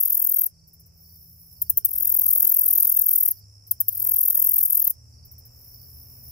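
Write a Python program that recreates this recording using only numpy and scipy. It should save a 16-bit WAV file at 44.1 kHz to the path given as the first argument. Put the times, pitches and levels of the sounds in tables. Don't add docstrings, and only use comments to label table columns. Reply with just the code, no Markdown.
import sys
import numpy as np
from scipy import signal
from scipy.fft import rfft, irfft, next_fast_len
from scipy.io import wavfile
from scipy.ndimage import uniform_filter1d, minimum_filter1d, map_coordinates

SR = 44100
rng = np.random.default_rng(int(sys.argv[2]) if len(sys.argv) > 2 else 0)


def persist_wave(psi):
    counts = np.round(np.clip(psi, -1, 1) * 32767).astype(np.int16)
    wavfile.write(sys.argv[1], SR, np.atleast_2d(counts).T)


N = 278271
TIME = np.arange(N) / SR
STROKE_HZ = 42.4
CONTACT_DB = [-33, -31, -49]


def amp(db):
    return 10 ** (np.asarray(db) / 20)


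def unit(x):
    return x / np.sqrt(np.mean(x ** 2) + 1e-20)


def along(points, hz):
    f, values = np.transpose(points)
    return np.interp(np.log(hz + 1), np.log(f + 1), values)


def curves(rows):
    times, *columns = np.transpose(rows)
    return [np.interp(TIME, times, column) for column in columns]


def around(centre_s, width_s):
    return slice(*np.searchsorted(TIME, [centre_s - width_s / 2, centre_s + width_s / 2]))


def wobble(rate_hz):
    return map_coordinates(rng.standard_normal(int(N * rate_hz / SR) + 4), [TIME * rate_hz])


def filtered(x, response):
    size = next_fast_len(N + SR // 2)
    return irfft(rfft(x, size) * response(np.fft.rfftfreq(size, 1 / SR)), size)[..., :N]


def delay(hz, seconds):
    return np.exp(-2j * np.pi * hz * seconds)


def ring(x, spectrum, size=1024):
    cepstrum = irfft(np.log(amp(along(spectrum, np.fft.rfftfreq(size, 1 / SR)))))
    body = irfft(np.exp(rfft(2 * cepstrum[:size // 2], size) - cepstrum[0]))
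    return signal.fftconvolve(x, body / np.linalg.norm(body))[:N]


def noise(spectrum, correlation):
    mid, side = filtered(rng.standard_normal((2, N)), lambda hz: amp(along(spectrum, hz)))
    side = side * np.tan(np.arccos(correlation) / 2)
    return unit(np.array([mid + side, mid - side]))


def near_katydid():
    # t/s, length/s, level/dB
    tick_events = [(1.617, 0.0093, -18), (1.697, 0.009, -12), (1.7725, 0.0105, -13),
                   (1.8477, 0.0125, -11.5), (3.7105, 0.0089, -15), (3.803, 0.012, -15.5),
                   (3.883, 0.0105, -14.5)]
    # f/Hz, level/dB
    main_mode = [(4000, -68), (6500, -43), (7900, -41), (8900, -28.5), (10200, -21.5), (11200, -6.5),
                 (11900, -1.5), (12550, 2.5), (13200, 1), (14500, -8.5), (16500, -30)]
    upper_mode = [(6000, -55), (9000, -30), (12500, -16), (13700, -3), (14400, 0), (15100, -2), (15700, -2),
                  (16500, -16)]
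    low_mode = [(4000, -55.5), (4700, -9), (5300, -9), (5750, 2.5), (6300, -3), (8000, -11.5), (11000, -18)]
    # delay/s, left gain, right gain
    echoes = [(.00134, .13, 0), (.001436, 0, .14), (.001594, .17, .33), (.001678, 0, .12),
              (.002882, .11, .08), (.00323, .09, .1)]
    # f/Hz, level/dB
    shade = [(5000, -3), (7000, -4), (7900, -12), (8600, -3), (11300, -3), (12700, -6), (14000, -7.5),
             (15700, -6)]
    # f/Hz, lag/rad
    port_lag = [(100, .6), (8700, .5), (10400, 1), (11200, 2.1), (11900, 4.3), (13400, 4.5), (14600, 5.4),
                (16000, 5.8)]
    # f/Hz, level/dB
    spread = [(7000, -5), (10300, -3.5), (12000, -15.5)]

    def left_port(hz):
        return 1 + sum(gain * delay(hz, s) for s, gain, _ in echoes)

    def right_port(hz):
        comb = 1 + sum(gain * delay(hz, s) for s, _, gain in echoes)
        return amp(along(shade, hz)) * np.exp(-1j * along(port_lag, hz)) * comb

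    modes = [main_mode, upper_mode, low_mode]
    strokes = near_strokes()
    buzz = amp(-3) * stroke_force(strokes, stretch=.98, scatter_db=.5)
    ticks = amp([[-2], [-.5], [-39]]) * tick_force(tick_events, release_s=.004)
    teeth = file_teeth(file_speed(strokes), jitter=.07, scatter_db=1.2, mode_count=len(modes))
    song = sum(ring(drive, mode) for drive, mode in zip((buzz + ticks) * teeth, modes))
    close = amp([[1.4], [1.9]]) * np.array([filtered(song, left_port), filtered(song, right_port)])
    diffuse = plant_reverb(filtered(song, lambda hz: amp(along(spread, hz))))
    return close + diffuse + dull_rasp(buzz[0], ticks[0]) + dull_taps(strokes)


def near_strokes(swell_s=.1, tire_db_per_s=.5, drag_strokes=1.4):
    # first t/s, last t/s, mid-buzz lead/s, final lag/s, full level/dB, swell depth/dB
    buzzes = [(.0095, .465, 0.00086, 0.00039, -14.5, -1), (1.8905, 3.314, 0.0045, 0.01, -12, 15),
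              (3.9312, 4.904, 0.00071, 0.01, -12.5, 14)]
    # t/s, change/dB
    slips = [(0.08, -5), (0.44, -1.5), (2.242, -3), (2.64, -2), (2.947, -5), (3.043, -6), (4.329, -7),
             (4.517, -3.5), (4.682, -9), (4.849, -1.5)]
    strokes = []
    for first_s, last_s, lead_s, lag_s, db, swell_db in buzzes:
        length_s = last_s - lag_s - first_s
        count = round(length_s * STROKE_HZ) + 1
        progress = np.linspace(0, 1, count)
        hurry = 1 - (2 * progress - 1) ** 2
        drag = np.exp((progress - 1) * (count - 1) / drag_strokes)
        times = first_s + progress * length_s - lead_s * hurry + lag_s * drag
        age_s = times - first_s
        levels_db = db - tire_db_per_s * age_s - swell_db * np.exp(-age_s / swell_s)
        levels_db[-1] -= 3
        for s, slip_db in slips:
            levels_db[np.abs(times - s) < .5 / STROKE_HZ] += slip_db
        strokes += zip(times, levels_db)
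    return strokes


def stroke_force(strokes, stretch, scatter_db, jitter_s=.0004):
    # t/s from stroke centre, rise/s, fall/s, level/dB on the main, upper and low mode
    phases = [(-.0078, .0013, .003, -20, -13, -52), (-.0018, .0037, .0037, .5, -11, -44.5),
              (.0027, .0013, .001, -13, 1.8, -47), (.01, .0012, .0012, -26, -28, -33)]
    force = np.zeros((len(CONTACT_DB), N))
    for (s, db), (late, loud) in zip(strokes, rng.standard_normal((len(strokes), 2))):
        centre_s = s + jitter_s * late
        span = around(centre_s, stretch / STROKE_HZ)
        offset_s = (TIME[span] - centre_s) / stretch
        shape = amp(CONTACT_DB)[:, None]
        for peak_s, rise_s, fall_s, *modes_db in phases:
            width_s = np.where(offset_s < peak_s, rise_s, fall_s)
            bump = np.exp(-.5 * ((offset_s - peak_s) / width_s) ** 2)
            shape = shape + np.outer(amp(modes_db), bump)
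        force[:, span] += amp(db + scatter_db * loud) * shape
    return force


def tick_force(ticks, release_s):
    return sum(amp(db) * (TIME >= s) * np.clip((s + length_s - TIME) / release_s + .5, 0, 1)
               for s, length_s, db in ticks)


def file_speed(strokes, tick_tooth_hz=1513.4):
    # t/s from stroke centre, tooth rate/Hz
    tooth_rate = [(-.0085, 940), (-.0015, 1630)]
    tooth_hz = np.full(N, tick_tooth_hz)
    for s, _ in strokes:
        span = around(s, 1 / STROKE_HZ)
        tooth_hz[span] = np.interp(TIME[span] - s, *np.transpose(tooth_rate))
    return tooth_hz


def file_teeth(tooth_hz, jitter, scatter_db, mode_count=1, max_lag_s=.00006):
    gap, loud = rng.standard_normal((3 * N // 20, 2)).T
    teeth_passed = np.cumsum(tooth_hz * np.ones(N)) / SR
    struck = np.searchsorted(teeth_passed, np.cumsum(np.exp(jitter * gap)))
    lags = np.round(max_lag_s * SR * rng.random((mode_count, len(struck)))).astype(int)
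    impacts = [np.bincount(at[at < N], amp(scatter_db * loud[at < N]), N) for at in struck + lags]
    return unit(np.array(impacts))


def dull_rasp(buzz, ticks, flicker_db=2.2):
    # f/Hz, level/dB
    spectrum = [(150, -13.5), (400, 7), (800, 2.5), (1550, -1), (2250, -6.5), (2700, 4), (3500, -32.5),
                (4500, -22), (7000, -63.5)]
    envelope = uniform_filter1d(buzz, size=int(SR / STROKE_HZ)) + amp(-1) * ticks
    gain = amp(-45 + flicker_db * wobble(90))
    return gain * envelope * amp([[0], [-10]]) * noise(spectrum, correlation=.13)


def dull_taps(strokes, lead_s=.0019, width_s=.0017, gain_db=-46.8, scatter_db=1.8, snap_db=15.5):
    # f/Hz, level/dB
    spectrum = [(150, -29.5), (400, -1.5), (800, 1), (1600, -2), (2250, -12), (2700, -10), (3500, -26),
                (4500, -25.5), (7000, -52)]
    rustle, snaps = np.zeros(N), np.zeros(N)
    for (s, db), loud in zip(strokes, rng.standard_normal(len(strokes))):
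        tap_s = s - lead_s
        strength = amp(db + gain_db + scatter_db * loud)
        span = around(s, 1 / STROKE_HZ)
        rustle[span] += strength * np.exp(-np.abs(TIME[span] - tap_s) / width_s)
        snaps[round(tap_s * SR)] = strength * amp(snap_db)
    return amp([[0], [-8]]) * (rustle * noise(spectrum, correlation=.1) + ring(snaps, spectrum))


def dry_clicks(t60_s=.006):
    # t/s, level/dB
    clicks = [(1.7735, -36.5), (3.018, -44)]
    # f/Hz, level/dB
    spectrum = [(100, -14), (400, 0), (1500, -1), (4000, 1), (9000, 10.5), (16000, -18)]
    envelope = sum(amp(db - 60 * np.maximum(TIME - s, 0) / t60_s) * (TIME > s) for s, db in clicks)
    return envelope * noise(spectrum, correlation=.22)


def far_katydid(tick_s=.0094):
    # t/s, level/dB
    tick_events = [(.672, -50), (0.73, -49), (.795, -48.5), (.857, -51), (3.668, -45), (3.764, -63),
                   (5.249, -48.5), (5.314, -46), (5.381, -46.5), (5.453, -47.5)]
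    # f/Hz, level/dB
    wing = [(6000, -45.5), (9400, -15.5), (10400, -7.5), (11400, 2.5), (12800, 1.5), (14500, 7.5),
            (15400, 4.5), (16000, -14.5)]
    buzz = stroke_force(far_strokes(), stretch=1, scatter_db=1.5)[0]
    ticks = tick_force([(s, tick_s, db) for s, db in tick_events], release_s=.013)
    teeth = file_teeth(tooth_hz=1923, jitter=.16, scatter_db=3)[0]
    song = ring((buzz + ticks) * teeth, wing)
    return amp(-18.5) * song + amp(5) * plant_reverb(song)


def far_strokes(stroke_hz=59.4, swell_s=.054, swell_db=23, growth_db_per_s=4):
    # start/s, end/s, level/dB
    buzzes = [(0.908, 1.8, -53.5), (2.413, 3.4, -54.5), (3.793, 4.8, -40.5), (5.478, 6.4, -51)]
    return [(start_s + age_s, db + growth_db_per_s * age_s - swell_db * np.exp(-age_s / swell_s))
            for start_s, end_s, db in buzzes for age_s in np.arange(0, end_s - start_s, 1 / stroke_hz)]


def trilling_cricket(pitch_hz=5290, pulse_hz=71, fall=.152, width=.14, skip_share=.07, skip_db=-8):
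    # t/s, level/dB
    levels = [(0, -54), (.6, -59), (1.6, -53.5), (3.5, -51), (5.05, -55.5), (5.7, -49), (6.31, -47.5)]
    level_db, = curves(levels)
    cycles = np.cumsum(pulse_hz * (1 + .015 * wobble(15))) / SR
    pulse = cycles.astype(int)
    offset = cycles % 1 - .5
    stroke_db = 1.2 * rng.standard_normal(1000) + skip_db * (rng.random(1000) < skip_share)
    hz = pitch_hz * (1 - fall * offset + .004 * wobble(300))
    phase = 2 * np.pi * (np.cumsum(hz) / SR + rng.random(1000)[pulse])
    surge_db = 1.5 * wobble(9)
    envelope = amp(level_db + surge_db + stroke_db[pulse]) * np.exp(-.5 * (offset / width) ** 2)
    song = envelope * (np.sin(phase) + amp(-17) * np.sin(2 * phase))
    return song * amp([[-2], [1.5]]) + amp(-15) * plant_reverb(song)


def chirping_cricket(pitch_hz=4670, fall_per_s=1.5, spacing_s=.049, width_s=.0055, rough_rad=1):
    # t/s, pulse level/dB
    chirps = [(0.035, -60), (.545, -61.5), (1.051, -61.5), (1.572, -59.5), (2.16, -57), (2.729, -56.5),
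              (3.328, -58.5), (3.919, -58), (4.47, -57), (5.139, -57.5), (5.744, -58)]
    envelope, offset_s = np.zeros(N), np.zeros(N)
    for s, chirp_db in chirps:
        for k, db in enumerate([chirp_db - 2, chirp_db, chirp_db]):
            centre_s = s + spacing_s * k
            span = around(centre_s, spacing_s)
            offset_s[span] = TIME[span] - centre_s
            envelope[span] = amp(db + rng.normal(0, 1)) * np.exp(-.5 * (offset_s[span] / width_s) ** 2)
    hz = pitch_hz * (1 - fall_per_s * offset_s + .004 * wobble(32))
    song = envelope * np.sin(2 * np.pi * np.cumsum(hz) / SR + rough_rad * wobble(200))
    return song + amp(-4) * plant_reverb(song)


def plant_reverb(x, sway_s=.2):
    # f/Hz, t60/s
    decay = [(4000, .25), (10000, .1), (16000, .085)]
    step, length = int(sway_s * SR), SR // 4
    fade = np.sin(np.pi * (np.arange(2 * step) + .5) / (2 * step))
    x = np.pad(x, (step, 2 * step))
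    out = np.zeros((2, N + 4 * step + 2 * length))
    for at in range(0, N + step, step):
        hz, t, bins = signal.stft(rng.standard_normal((2, length)), SR, nperseg=256)
        tail = signal.istft(bins * amp(-60 * t / along(decay, hz)[:, None]), SR, nperseg=256)[1]
        piece = fade * x[at:at + 2 * step]
        echo = signal.fftconvolve(piece[None], tail / np.linalg.norm(tail[0]), axes=1)
        out[:, at:at + echo.shape[1]] += echo
    return out[:, step:step + N]


def high_shimmer(low_cut_hz=3800, waver_db=2.8):
    # f/Hz, level/dB
    spectrum = [(3800, -36.5), (4700, -2.5), (5400, 11), (6300, -5.5), (7500, -10.5), (9500, -11.5),
                (10400, -5), (12000, -11), (15000, -7.5), (16200, -44)]
    # f/Hz, width/Hz, level/dB
    tones = [(5720, 140, -68.5), (7310, 300, -75.5), (8220, 170, -82), (9455, 270, -95.5), (9600, 130, -93)]
    level_db, = curves([(0, -65.5), (3.5, -62.5), (6.31, -60.5)])
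    growth_db = level_db - level_db.mean()
    envelope = amp(level_db + wobble(23))
    out = envelope * filtered(noise(spectrum, correlation=.023), lambda hz: hz > low_cut_hz)
    for centre_hz, width_hz, db in tones:
        white = rng.standard_normal((2, N))
        tone = filtered(white, lambda hz: np.exp(-2 * ((hz - centre_hz) / width_hz) ** 2))
        out += amp(db + growth_db + waver_db * wobble(11)) * unit(tone)
    return out


def traffic(climb_power=.82, fade_s=.1):
    # t/s, rumble level/dB, tyre and air level/dB
    levels = [(0, -53, -74), (.4, -54.5, -78), (.7, -54, -78), (1.3, -54, -78.5), (1.9, -47, -76),
              (2.55, -51, -76), (3.6, -50.5, -77), (4.7, -51, -74), (5.85, -50.5, -72), (6.31, -44, -69)]
    # f/Hz, level/dB
    rumble = [(13, -65), (22, -19), (55, -4.5), (80, 2), (108, -2), (135, -10), (169, -12), (198, -23),
              (269, -26), (330, -34.5), (430, -25.5), (730, -120)]
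    tyres = [(120, -48.5), (200, -5.5), (236, -10), (316, -10), (568, -9), (697, -12.5), (1620, -23),
             (2690, -22), (3260, -38), (4200, -36.5), (5460, -71), (9240, -120)]
    # start/s, end/s, first f/Hz, last f/Hz, level/dB, relative octave level/dB
    engines = [(0, .4, 165, 165, -67, -34), (.55, 2.02, 165, 166, -63, -34), (.95, 2.45, 82, 83, -61, -26),
               (1.3, 2.25, 116, 129, -63, -17), (2.55, 4.1, 92, 107, -55.5, -26),
               (4.95, 6.31, 77, 77, -56.5, -30), (5, 6.31, 114, 124, -57, -16.5)]
    rumble_db, tyre_db = curves(levels)
    out = amp(rumble_db - 4.5 + 1.8 * wobble(5)) * noise(rumble, correlation=.9)
    out += amp(tyre_db + 3.5 + 1.1 * wobble(4)) * noise(tyres, correlation=.09)
    for start_s, end_s, first_hz, last_hz, db, octave_db in engines:
        progress = np.clip((TIME - start_s) / (end_s - start_s), 0, 1)
        hz = first_hz + (last_hz - first_hz) * progress ** climb_power
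        phase = 2 * np.pi * np.cumsum(hz * (1 + .0047 * wobble(8.6))) / SR
        fade = np.clip(np.minimum(TIME - start_s, end_s - TIME) / fade_s + 1, 0, 1)
        envelope = fade * amp(db + 1.3 * wobble(11))
        octave = amp(octave_db + 2.5 * wobble(14)) * np.sin(2 * phase)
        out += envelope * unit(np.sin(phase) + octave)
    return out


def bass_dip(x, threshold_db=-22, knee_db=3, depth_db=-35, edge_hz=280, lag_s=.096, size=4410):
    left, right = x
    level_db = 10 * np.log10(np.abs(uniform_filter1d(left ** 2, size)) + 1e-12)
    sustained_db = uniform_filter1d(minimum_filter1d(level_db, size), size // 4)
    lagged_db = np.interp(TIME - lag_s, TIME, sustained_db)
    dip = np.clip((lagged_db - threshold_db) / knee_db, 0, 1)
    bass = filtered(left, lambda hz: 1 / (1 + (hz / edge_hz) ** 8))
    return np.array([left - (1 - amp(depth_db * dip)) * bass, right])


def limiter(x, ceiling, size=128):
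    gain = ceiling / np.maximum(np.abs(x).max(axis=0), ceiling)
    held = minimum_filter1d(gain, 2 * size)
    return x * uniform_filter1d(uniform_filter1d(held, size), size)


def scene():
    return (near_katydid() + dry_clicks() + far_katydid() + trilling_cricket() + chirping_cricket()
            + high_shimmer() + traffic())


def record(dry):
    cutoff_hz = 15790
    limited = limiter(bass_dip(dry), ceiling=.92)
    return filtered(limited, lambda hz: 1 / np.sqrt(1 + (hz / cutoff_hz) ** 600))


dry = scene()
out = record(dry)
persist_wave(out)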